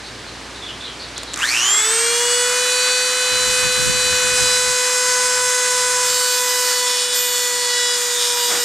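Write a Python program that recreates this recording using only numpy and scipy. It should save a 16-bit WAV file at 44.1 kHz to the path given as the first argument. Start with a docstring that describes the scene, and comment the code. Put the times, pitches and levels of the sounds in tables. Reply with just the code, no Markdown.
"""A rotary tool, held close to the microphone, is switched on and spins up to about 30000 rpm.
Its shaft harmonics whine and its fan rushes, pulsed by the mains; its exhaust buffets the microphone.
From 6 s its stone touches the teeth of a steel gear: it strikes once a turn, grit scrapes,
the gear rings and squeals, and the motor slows a little.
Around it lies a humming workshop, with faint high chirps before and just as the motor starts."""
import sys
import numpy as np
from scipy import signal
from scipy.fft import rfft, irfft
from scipy.io import wavfile
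from scipy.ndimage import uniform_filter1d

SR = 44100
rng = np.random.default_rng(int(sys.argv[2]) if len(sys.argv) > 2 else 0)


def int16_out(signal):
    """Quantize to a 16-bit WAV file."""
    q = np.round(np.clip(np.atleast_2d(signal).T, -1, 1) * 32767)
    wavfile.write(sys.argv[1], SR, q.astype(np.int16))


N = 381024
TIME = np.arange(N) / SR
MAINS_HZ = 120  # rate of the mains half-waves that pulse the motor
TOP_HZ = 15200  # upper limit of the recorded band

# spectrum of the workshop noise: (frequency [Hz], relative level [dB])
WORKSHOP_COLOUR = [(20, -34), (60, -15), (100, -11), (190, -11.5), (280, -8), (480, -10), (700, -12.5),
                   (950, -12), (1700, -12), (2500, -14.5), (4500, -16), (9150, -26), (13900, -50),
                   (15000, -65)]
# hum of the workshop before the motor runs: (frequency [Hz], level [dB])
WORKSHOP_HUM = [(57.5, -46), (118.4, -50), (274.5, -57.5)]
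# the background sinks once the motor runs: (time [s], level [dB])
WORKSHOP_LEVEL = [(0, -34.5), (1.35, -33.5), (1.9, -44), (2.8, -45.5), (5, -45.5), (8.64, -47)]
# a low hum that swells near the gear: (time [s], hold [s], level [dB])
HUM_SWELLS = [(5.1, 0.36, -50), (5.75, .35, -48.5)]
# the two capsules differ most near their own resonance: (frequency [Hz], side gain [dB])
CAPSULE_DIFFERENCE = [(200, -5.5), (600, -2), (2400, -1.5), (5000, -0.5), (6500, 0.5), (8500, 6.5),
                      (11000, 14.5), (14000, 2)]
# faint high chirps: (time [s], frequency [Hz], width [Hz], length [s], level [dB])
CHIRPS = [(0.026, 4200, 900, .1, -39), (.26, 4150, 600, .08, -40), (.54, 3850, 450, .07, -41),
          (0.618, 3470, 280, 0.088, -34), (0.673, 3100, 450, .08, -33.5), (0.8, 3550, 240, .05, -32),
          (0.834, 3960, 450, 0.049, -34), (.86, 3160, 450, .07, -35), (0.99, 4400, 600, .08, -35.5),
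          (1.013, 3650, 550, .07, -38), (1.153, 3940, 1100, 0.075, -33), (1.265, 3980, 550, 0.12, -36.5)]

# spectrum of the gusts' rumble: (frequency [Hz], relative level [dB])
DRAUGHT_COLOUR = [(20, -20), (45, -4), (120, -1.5), (220, -7), (400, -16), (900, -40)]
# gusts of exhaust on the microphone, over one long weak one: (time [s], hold [s], level [dB])
GUSTS = [(3.335, .005, -41), (3.4, 1.3, -50), (3.485, .01, -42), (3.64, .03, -40), (3.79, .04, -41),
         (3.878, .02, -35), (4.05, 0.055, -43), (4.25, 0.084, -43.5), (4.41, .02, -40), (4.686, .01, -45)]
GUST_ATTACK_S, GUST_RELEASE_S = .035, 0.057

# a short dull scuff, and its spectrum: (frequency [Hz], relative level [dB])
SCUFF_S, SCUFF_HOLD_S, SCUFF_DB = 8.515, 0.037, -23.5
SCUFF_COLOUR = [(60, -24), (350, -0.5), (900, 0), (2000, -2), (4000, -8), (12000, -37)]
# sharp clicks of the switch and first sparks at the brushes: (time [s], relative level [dB])
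CLICKS = [(1.1796, -12), (1.2327, -14), (1.3355, -11.5), (1.341, -8), (1.360, -12), (1.375, -13),
          (1.391, -15)]
# spectrum of the clicks: (frequency [Hz], relative level [dB])
CLICK_COLOUR = [(300, -31), (1500, -6), (3500, -5), (5200, -5), (7500, 1.5), (10000, -13), (15000, -38)]

# modes of the steel gear: (frequency [Hz], time to fall 60 dB [s], relative level [dB])
GEAR_MODES = [(1626, 0.17, -4.5), (3070, .15, -4), (3606, 0.39, 5), (3810, .15, 8), (4600, 0.08, -8),
              (5370, .1, -11), (5500, .25, -6), (6950, .08, -6), (8640, 0.73, 2), (10300, .08, -4),
              (11700, .25, -6), (13507, .3, -19)]
# spectra of the stone's knock and of its scrape: (frequency [Hz], relative level [dB])
KNOCK_COLOUR = [(40, -59), (400, -22.5), (1300, -17.5), (1950, -3.5), (2450, -19.5), (3000, 2.0),
                (3700, -5.0), (5200, 0), (6200, -16.0), (7300, -2.5), (9000, -16), (11000, -18), (15000, -53)]
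SCRAPE_COLOUR = [(40, -54), (400, -14.5), (1700, -3), (2400, -26), (3500, 0), (7000, -1),
                 (10000, -9), (14000, -34)]
# the stone rests on the teeth from this moment, with this level and bounce (0-1)
TOUCH_S, TOUCH_DB, TOUCH_BOUNCE = 6.03, -32, .35
# pushes of the hand: (time [s], hold [s], level [dB], bounce on every second turn [0-1])
PUSHES = [(6.05, .05, -30, 0.5), (6.874, 0.15, -26.5, .5), (7.142, 0.028, -22.5, 0),
          (7.36, 0.043, -25.5, .1), (7.7, 0.26, -27.5, .1), (8.207, .03, -25.5, .7),
          (8.38, 0.14, -28.5, .45)]
PUSH_ATTACK_S, PUSH_RELEASE_S = 0.086, 0.16
TOOTH_HZ, RIM_HZ, FACE_HZ, EDGE_HZ = 13307, 3648, 8627, 11650
# modes of the gear that squeal under the stone: (time [s], hold [s], frequency [Hz], level [dB])
SQUEALS = [(6.06, .2, TOOTH_HZ, -35), (6.3, .38, TOOTH_HZ, -32.5), (6.98, 0.23, FACE_HZ, -33),
           (7.158, .05, TOOTH_HZ, -26.5), (7.97, .22, TOOTH_HZ, -39), (8.14, .06, RIM_HZ, -29.5),
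           (8.15, .2, FACE_HZ, -37), (8.26, .13, EDGE_HZ, -41), (8.35, .08, TOOTH_HZ, -33),
           (8.6, .04, TOOTH_HZ, -33)]
SQUEAL_ATTACK_S, SQUEAL_RELEASE_S = 0.05, 0.25

# how the hand holds the tool: (time [s], pose [0 back, 1 level, 2 tilted, 3 pressed on the gear])
POSE = [(1.8, 1), (2.05, 0), (2.35, 0), (2.8, 1), (4.2, 1), (5.05, 2), (5.9, 2), (6.55, 2.5), (7.0, 3)]
# reaching the microphone in each pose, back to pressed: (whine [dB], rush of the vents [dB], hiss [dB])
POSE_LEVELS = [(-19.5, -27, -22.5), (-19, -27, -23), (-19.5, -29.5, -22), (-22, -32, -24)]
# the hand sways the tool nearer to the microphone and away: (time [s], level [dB])
NEARNESS = [(1.7, 0), (2.3, 0.4), (2.9, 0), (3.15, -1.3), (3.6, 0.5), (3.95, -0.8), (4.27, 1.1),
            (4.6, 0.44), (5.8, 0.45), (6.3, -.5), (6.65, 0.5), (7.08, -1.1), (7.8, 0), (8.6, 0.5)]
# the motor nears its free speed [turns/s] in a quick and a slow stage
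START_S, FREE_HZ, QUICK_SHARE, QUICK_S, SLOW_S = 1.3526, 504.6, .4935, .0966, .37
# lost to drag and to the load on the stone: (time [s], speed loss [turns/s])
SPEED_LOSS = [(2.9, 0), (3.7, 3.3), (4.0, 3.7), (4.4, 5.3), (5.3, 5.4), (6.7, 8.8), (7.25, 12.6), (8.6, 21)]
STRAIN_SLIP = 0.31  # this share below its free speed the motor draws its full starting current
PULSE_IDLE, PULSE_STRAIN = 0.21, 0.38  # depth of the mains pulsing, and what full current adds

# spectrum of the cooling air: (frequency [Hz], relative level [dB])
AIR_COLOUR = [(100, -25.5), (300, -16), (650, -13), (850, -6.5), (1150, -2), (1750, 1), (2400, -5.5),
              (4000, -5.5), (5500, -1), (7300, 0.5), (9300, -6.5), (11000, -14), (13500, -18.5),
              (15000, -35.5)]
HISS_FLICKER_DB = .6
AIR_FULL_HZ, HISS_FULL_HZ = 110, 296  # turns/s at which the tool's fade-in and the hiss are complete
COMMUTATOR_BARS, FAN_BLADES = 8, 18
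# housing resonances that the commutator tones sweep through: (frequency [Hz], width [Hz], level [dB])
HOUSING = [(1620, 240, -20), (2660, 550, -18), (3136, 260, -19.5), (3550, 160, -24), (4380, 360, -21),
           (5900, 650, -25.5)]
# the commutator tones grow with this power of the speed, up to this speed [turns/s]
BRUSH_FULL_HZ, BRUSH_POWER = 195, 4

# balance of the shaft harmonics in each pose: (multiple of shaft speed, relative level [dB])
HARMONICS_BACK = [(1, 6.5), (2, -7), (3, -3), (4, -3.5), (5, -5), (6, 0), (7, 2), (8, -14), (9, -1),
                  (10, -6), (11, -14), (12, -12), (13, -5), (14, -5), (15, -11), (16, -7), (17, -16),
                  (18, 2), (19, -14), (20, -16)]
HARMONICS_LEVEL = [(1, -2.5), (2, -13), (3, -5), (4, -10.5), (5, -2.5), (6, -7.5), (7, -9), (8, 0), (9, -7),
                   (10, -14.5), (11, -22), (12, -8), (13, -18), (14, -8), (15, -11), (16, -7.5), (17, -25),
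                   (18, -5), (19, -30), (20, -30), (21, -24), (22, -28), (23, -24), (24, -26)]
HARMONICS_TILTED = [(1, 0.3), (2, -1), (3, -1), (4, -4.5), (5, -7), (6, -13), (7, -10), (8, -5.5), (9, -10),
                    (10, -4.5), (11, -6.5), (12, -21), (13, -0.5), (14, -17), (15, -1.5), (16, -7),
                    (17, -9.5), (18, -1.5), (19, -9), (20, -18), (21, -20), (22, -37), (23, -26), (24, -43),
                    (25, -31), (26, -40)]
HARMONICS_PRESSED = [(1, 2), (2, -3), (3, -7), (4, -2.5), (5, -6), (6, -6), (7, -4), (8, -2.5), (9, -13),
                     (10, -2.5), (11, -3), (12, -12), (13, -8), (14, -1.5), (15, -2.5), (16, -6), (17, -15),
                     (18, -1), (19, -10), (20, -19)]
# harmonics that sing out for a moment as the tool turns or finds a tooth:
# (start [s], end [s], multiple of shaft speed, least level [dB])
SINGING = [(1.85, 2.2, 5, -31.5), (2.1, 2.702, 2, -33.5), (2.15, 2.55, 16, -26.5), (2.257, 2.45, 10, -30),
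           (2.68, 3.15, 9, -28.5), (4.15, 4.62, 8, -25), (4.2, 4.6, 3, -28.5), (4.3, 4.82, 16, -30),
           (4.3, 5.0, 10, -31), (6.02, 6.42, 9, -31), (6.3, 6.9, 2, -29.5), (6.6, 7.08, 9, -28),
           (6.82, 7.45, 6, -28.5), (7.35, 7.92, 4, -29.5), (7.25, 7.85, 9, -30.5), (7.63, 7.97, 7, -28),
           (8.15, 8.6, 2, -33)]
# the fan tone as it sweeps through the resonance of the vents: (frequency [Hz], least level [dB])
VENT_RESONANCE = [(2500, -48), (5000, -40), (5350, -27), (6000, -31), (6550, -31), (6950, -20), (7300, -19),
                  (8400, -22), (8750, -35)]
WHINE_POWER = 3.66  # the whine grows with this power of the speed


def undb(db):
    """Decibels to gain."""
    return 10 ** (np.asarray(db) / 20)


def unit(x):
    """Scale to rms 1."""
    return x / np.sqrt(np.mean(x ** 2) + 1e-20)


def curves(table):
    """Each column of a table, joined by straight lines in time."""
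    s, *columns = np.transpose(table)
    return [np.interp(TIME, s, column) for column in columns]


def colour(x, points):
    """Causal minimum-phase filter with a (Hz, dB) spectrum, made by folding the cepstrum."""
    hz, db = np.transpose(points)
    f = np.fft.rfftfreq(N, 1 / SR)
    gain = undb(np.interp(np.log(f + 1), np.log(hz), db))
    cepstrum = irfft(np.log(gain), N)
    cepstrum[1:N // 2] *= 2
    cepstrum[N // 2 + 1:] = 0
    return irfft(rfft(x) * np.exp(rfft(cepstrum)), N)


def noise():
    """White noise."""
    return rng.standard_normal(N)


def walk(rate):
    """Smooth random wander of rms 1, with about this many fresh values a second."""
    k = max(int(SR / rate), 2)
    values = rng.standard_normal(N // k + 2)
    path = np.interp(np.arange(N) / k, np.arange(N // k + 2), values)
    return unit(uniform_filter1d(path, k // 2 + 1))


def ring(x, hz, t60):
    """One decaying mode, as a complex one-pole resonator."""
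    pole = np.exp((2j * np.pi * hz - np.log(1000) / max(t60, .001)) / SR)
    return signal.lfilter([1], [1, -pole], x).imag


def stereo(mid, side):
    """Mid and side to left and right."""
    return np.array([mid + side, mid - side])


def envelope(s, hold_s, attack_s, release_s):
    """Rises to 1 at time s, holds, then dies away."""
    rise = np.clip(1 + (TIME - s) / max(attack_s, .001), 0, 1)
    return rise ** 2 * np.exp(-np.maximum(TIME - s - hold_s, 0) / max(release_s, .001))


def posed(values):
    """One value for each pose, blended as the hand moves."""
    return np.interp(curves(POSE)[0], np.arange(len(values)), values)


def workshop(side_db=-11, hum_side=0.083):
    """Room noise and wavering hum around the microphone, with hum swelling near the gear."""
    level_db = curves(WORKSHOP_LEVEL)[0]
    hum = 0
    for hz, db in WORKSHOP_HUM:
        level = undb(db + 0.89 * walk(4))
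        hum = hum + level * np.sin(2 * np.pi * hz * TIME + 0.35 * walk(2.85))
    swells = sum(undb(db) * envelope(s, hold_s, attack_s=0.11, release_s=.06)
                 for s, hold_s, db in HUM_SWELLS)
    swelling_hum = swells * np.sin(2 * np.pi * MAINS_HZ * TIME + walk(9.7))
    hum = hum * undb(level_db - level_db[0]) + swelling_hum
    mid, side = (unit(colour(noise(), WORKSHOP_COLOUR)) for _ in range(2))
    room = stereo(mid, undb(side_db) * colour(side, CAPSULE_DIFFERENCE)) * undb(level_db)
    return room + stereo(hum, hum_side * hum)


def chirps(tail_s=0.041):
    """Narrow, blurred bands of noise that rise quickly and trail off."""
    out = np.zeros(N)
    t = TIME[:2 * SR]
    for s, hz, width_hz, length, db in CHIRPS:
        edges = [hz - width_hz / 2, hz + width_hz / 2]
        band = signal.butter(2, edges, "band", fs=SR, output="sos")
        rise = np.clip((t - s) / 0.012, 0, 1)
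        fall = np.exp(-np.maximum(t - s - 0.57 * length, 0) / tail_s)
        tone = unit(signal.sosfilt(band, rng.standard_normal(len(t))))
        out[:len(t)] += undb(db) * rise * fall * tone
    return out


def reflections(x, t60=0.074, wet_db=-16):
    """Bench and walls return a short wash that widens the sound, most of all in the treble."""
    t = TIME[:SR // 4]
    response = rng.standard_normal(len(t)) * undb(-60 * t / t60) * (t > .002)
    wash = signal.fftconvolve(x, response / np.linalg.norm(response))[:N]
    return undb(wet_db) * colour(wash, CAPSULE_DIFFERENCE)


def draught(side_db=10, eddy_db=-50):
    """The tool's exhaust buffets the microphone ports, mostly pushing them against each other."""
    mid, side = (unit(colour(noise(), DRAUGHT_COLOUR) * undb(2 * walk(30))) for _ in range(2))
    gusts = sum(undb(db) * envelope(s, hold_s, GUST_ATTACK_S, GUST_RELEASE_S) for s, hold_s, db in GUSTS)
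    # weak eddies reach it first, as the tool comes near
    eddies = undb(eddy_db) * np.interp(TIME, [1.6, 2.0, 3.2, 4.9], [0, 1, 1, 0])
    return stereo(mid * gusts, side * (undb(side_db) * gusts + eddies))


def scuff(attack_s=0.064, release_s=.045):
    """A brief, grainy, dull rub: noise with a fast random level."""
    grains = noise() * undb(2.6 * walk(300))
    rub = unit(colour(grains, SCUFF_COLOUR))
    return undb(SCUFF_DB) * envelope(SCUFF_S, SCUFF_HOLD_S, attack_s, release_s) * rub


def clicks(decay_s=0.0017):
    """Short cracks in the plastic housing: sudden bursts of noise that die away exponentially."""
    push = sum(undb(db) * (TIME >= s) * np.exp(-np.abs(TIME - s) / decay_s) for s, db in CLICKS)
    return 0.5 * push * unit(colour(noise(), CLICK_COLOUR))


def contact():
    """Force and bounce of the stone: a light steady touch with pushes on top."""
    force = undb(TOUCH_DB) * envelope(TOUCH_S, N / SR, PUSH_ATTACK_S, PUSH_RELEASE_S)
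    bounce = np.full(N, TOUCH_BOUNCE)
    for s, hold_s, db, push_bounce in PUSHES:
        push = envelope(s, hold_s, PUSH_ATTACK_S, PUSH_RELEASE_S)
        force = np.maximum(force, undb(db) * push)
        bounce = bounce + push * (push_bounce - bounce)
    return force, bounce


def squeals(flutter_db=1.2):
    """Friction catches a mode of the gear, holds it and lets it ring out."""
    out = 0
    for mode_hz in (TOOTH_HZ, RIM_HZ, FACE_HZ, EDGE_HZ):
        catches = [undb(db) * envelope(s, hold_s, SQUEAL_ATTACK_S, SQUEAL_RELEASE_S)
                   for s, hold_s, hz, db in SQUEALS if hz == mode_hz]
        gain = np.max(catches, axis=0) * undb(flutter_db * walk(60))
        out = out + gain * np.sin(2 * np.pi * mode_hz * TIME + .4 * walk(40))
    return np.sqrt(2) * out


def grinding(angle, strike_db=1.2, grit_db=-5.5, ring_db=-4.6, scatter_db=2.2, jitter_s=.00002):
    """The stone's high spot strikes once a turn and drags grit over the edge, which rings the gear."""
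    force, bounce = contact()
    # the point of contact creeps round the stone, so its tones waver and trade places
    turns = angle / (2 * np.pi) + .035 * walk(9)
    when = np.interp(np.arange(1, int(turns[-1])), turns, np.arange(N))
    timing, strength = rng.standard_normal((len(when), 2)).T
    when = np.clip(when + jitter_s * SR * timing, 10, N - 10)
    at = when.astype(int)
    # where the stone bounces, a strong strike alternates with a weak one
    alternation = 1 + np.clip(bounce[at], 0, 1) * (-1) ** np.arange(len(at))
    size = undb(scatter_db * np.clip(strength, -2, 2)) * alternation
    strikes = np.zeros(N)
    for tap in range(-6, 8):  # sinc taps place each strike between samples
        np.add.at(strikes, at + tap, size * np.sinc(at + tap - when))
    drag = signal.lfilter([1], [1, -np.exp(-1 / (0.0008 * SR))], strikes)  # 0.8 ms decay
    grit = unit(drag * noise())
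    knock = unit(colour(strikes, KNOCK_COLOUR))
    scrape = unit(colour(grit, SCRAPE_COLOUR))
    body = sum(undb(db) * unit(ring(grit * force, hz, t60)) for hz, t60, db in GEAR_MODES)
    body = unit(body) * np.sqrt(np.mean(force ** 2))
    return force * (undb(strike_db) * knock + undb(grit_db) * scrape) + undb(ring_db) * body


def motor():
    """Turns per second, and strain: 1 under the full starting current, 0 at free speed."""
    t = np.maximum(TIME - START_S, 0)
    slip = QUICK_SHARE * np.exp(-t / QUICK_S) + (1 - QUICK_SHARE) * np.exp(-t / SLOW_S)
    speed = FREE_HZ * (1 - slip) - curves(SPEED_LOSS)[0]
    return speed, np.clip(slip / STRAIN_SLIP, 0, 1)


def air(angle, speed, mains, chop=0.21, mains_share=0.19):
    """Air rushes from the vents; the hiss above it is chopped by the rotor, and the mains pulses both."""
    _, rush_db, hiss_db = (posed(column) for column in np.transpose(POSE_LEVELS))
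    low = signal.butter(4, 2900, fs=SR, output="sos")
    high = signal.butter(4, 2900, "high", fs=SR, output="sos")
    rush = unit(signal.sosfilt(low, colour(noise(), AIR_COLOUR)))
    rush = rush * undb(rush_db + 0.79 * walk(18))
    hiss = unit(signal.sosfilt(high, colour(noise(), AIR_COLOUR)))
    hiss = hiss * undb(hiss_db + HISS_FLICKER_DB * walk(24))
    hiss = hiss * np.minimum(speed / HISS_FULL_HZ, 1)
    return (rush + hiss * (1 + chop * np.sin(angle))) * (1 + mains_share * (mains - 1))


def commutator(angle, speed, strain, flutter_db=1.2, octave_db=1.5):
    """Brushes chatter under the starting current; their tones sweep through the housing's resonances."""
    out = 0
    for order, gain in ((COMMUTATOR_BARS, 1), (2 * COMMUTATOR_BARS, undb(octave_db))):
        power = sum(undb(db) ** 2 / (1 + (2 * (order * speed - hz) / width) ** 2) ** 1.4
                    for hz, width, db in HOUSING)
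        # uneven round each turn
        chatter = 1 + strain * (.3 * walk(700) + .6 * np.sin(angle))
        level = gain * np.sqrt(power) * chatter * undb(flutter_db * walk(21.97))
        phase = order * angle + 0.74 * strain * walk(400) + rng.uniform(0, 2 * np.pi)
        out = out + level * np.sin(phase)
    growth = np.minimum(speed / BRUSH_FULL_HZ, 1) ** BRUSH_POWER
    return np.sqrt(2) * strain * growth * out


def whine(angle, speed, strain, mains, wander_db=1.36, strain_wander_db=4, fan_flutter_db=1.5,
          slow_shaft_db=-7, load_wander_db=0.5):
    """Shaft harmonics grow with speed; their balance follows the tool's pose, and the overtones wander."""
    multiples = np.arange(1, len(HARMONICS_TILTED) + 1)
    by_order = []
    for held, levels in zip((HARMONICS_BACK, HARMONICS_LEVEL, HARMONICS_TILTED, HARMONICS_PRESSED),
                            POSE_LEVELS):
        pattern = undb([dict(held).get(k, -60) for k in multiples])
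        by_order.append(undb(levels[0]) * pattern / np.linalg.norm(pattern))
    gains = np.transpose(by_order)
    touching = envelope(TOUCH_S, N / SR, PUSH_ATTACK_S, PUSH_RELEASE_S)
    growth = (speed / FREE_HZ) ** WHINE_POWER
    out = 0
    for order, by_pose in zip(multiples, gains):
        gain = growth * posed(by_pose)
        for start, end, multiple, db in SINGING:
            if round(multiple) == order:
                fade = np.clip(np.minimum(TIME - start, end - TIME) / 0.14 + .5, 0, 1)
                gain = np.maximum(gain, undb(db) * fade)
        if order == 1:
            # the imbalance is a clean tone that shakes the case fully only near top speed
            shake = undb(np.interp(speed, [430, 442], [slow_shaft_db, 0]))
            out = out + gain * shake * np.sin(angle)
            continue
        if order == FAN_BLADES:
            resonance = undb(np.interp(order * speed, *np.transpose(VENT_RESONANCE)))
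            gain = np.maximum(gain, resonance) * undb(fan_flutter_db * walk(22))
        else:
            spread_db = wander_db + strain_wander_db * strain + load_wander_db * touching
            gain = gain * undb(spread_db * walk(9))
        if order % COMMUTATOR_BARS == 0:
            gain = gain * mains
        sway = .1 * walk(50)  # radians
        out = out + gain * np.sin(order * angle + sway + rng.uniform(0, 2 * np.pi))
    return np.sqrt(2) * out


def scene():
    """The shaft angle drives whine, commutator, air and grinding together."""
    speed, strain = motor()
    angle = 2 * np.pi * np.cumsum(speed * (1 + .00012 * walk(18))) / SR
    depth = np.clip(PULSE_IDLE + PULSE_STRAIN * strain, 0, 1)
    # pulsing with rms 1 at any depth
    mains = (1 + depth * np.cos(2 * np.pi * MAINS_HZ * TIME + 1)) / np.sqrt(1 + depth ** 2 / 2)
    running = np.minimum(speed / AIR_FULL_HZ, 1)
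    tool = whine(angle, speed, strain, mains)
    tool = tool + mains * commutator(angle, speed, strain)
    tool = tool + air(angle, speed, mains)
    near = running * undb(curves(NEARNESS)[0]) * tool
    near = near + grinding(angle) + squeals() + clicks() + chirps() + scuff()
    return stereo(near, reflections(near)) + draught() + workshop()


def record(dry, balance_db=-0.7):
    """The microphone's right side is a little louder; a steep low-pass cuts the top."""
    tilted = dry * undb(np.array([[balance_db], [-balance_db]]) / 2)
    return signal.sosfilt(signal.ellip(10, .2, 80, TOP_HZ, fs=SR, output="sos"), tilted)


dry = scene()
out = record(dry)
int16_out(out)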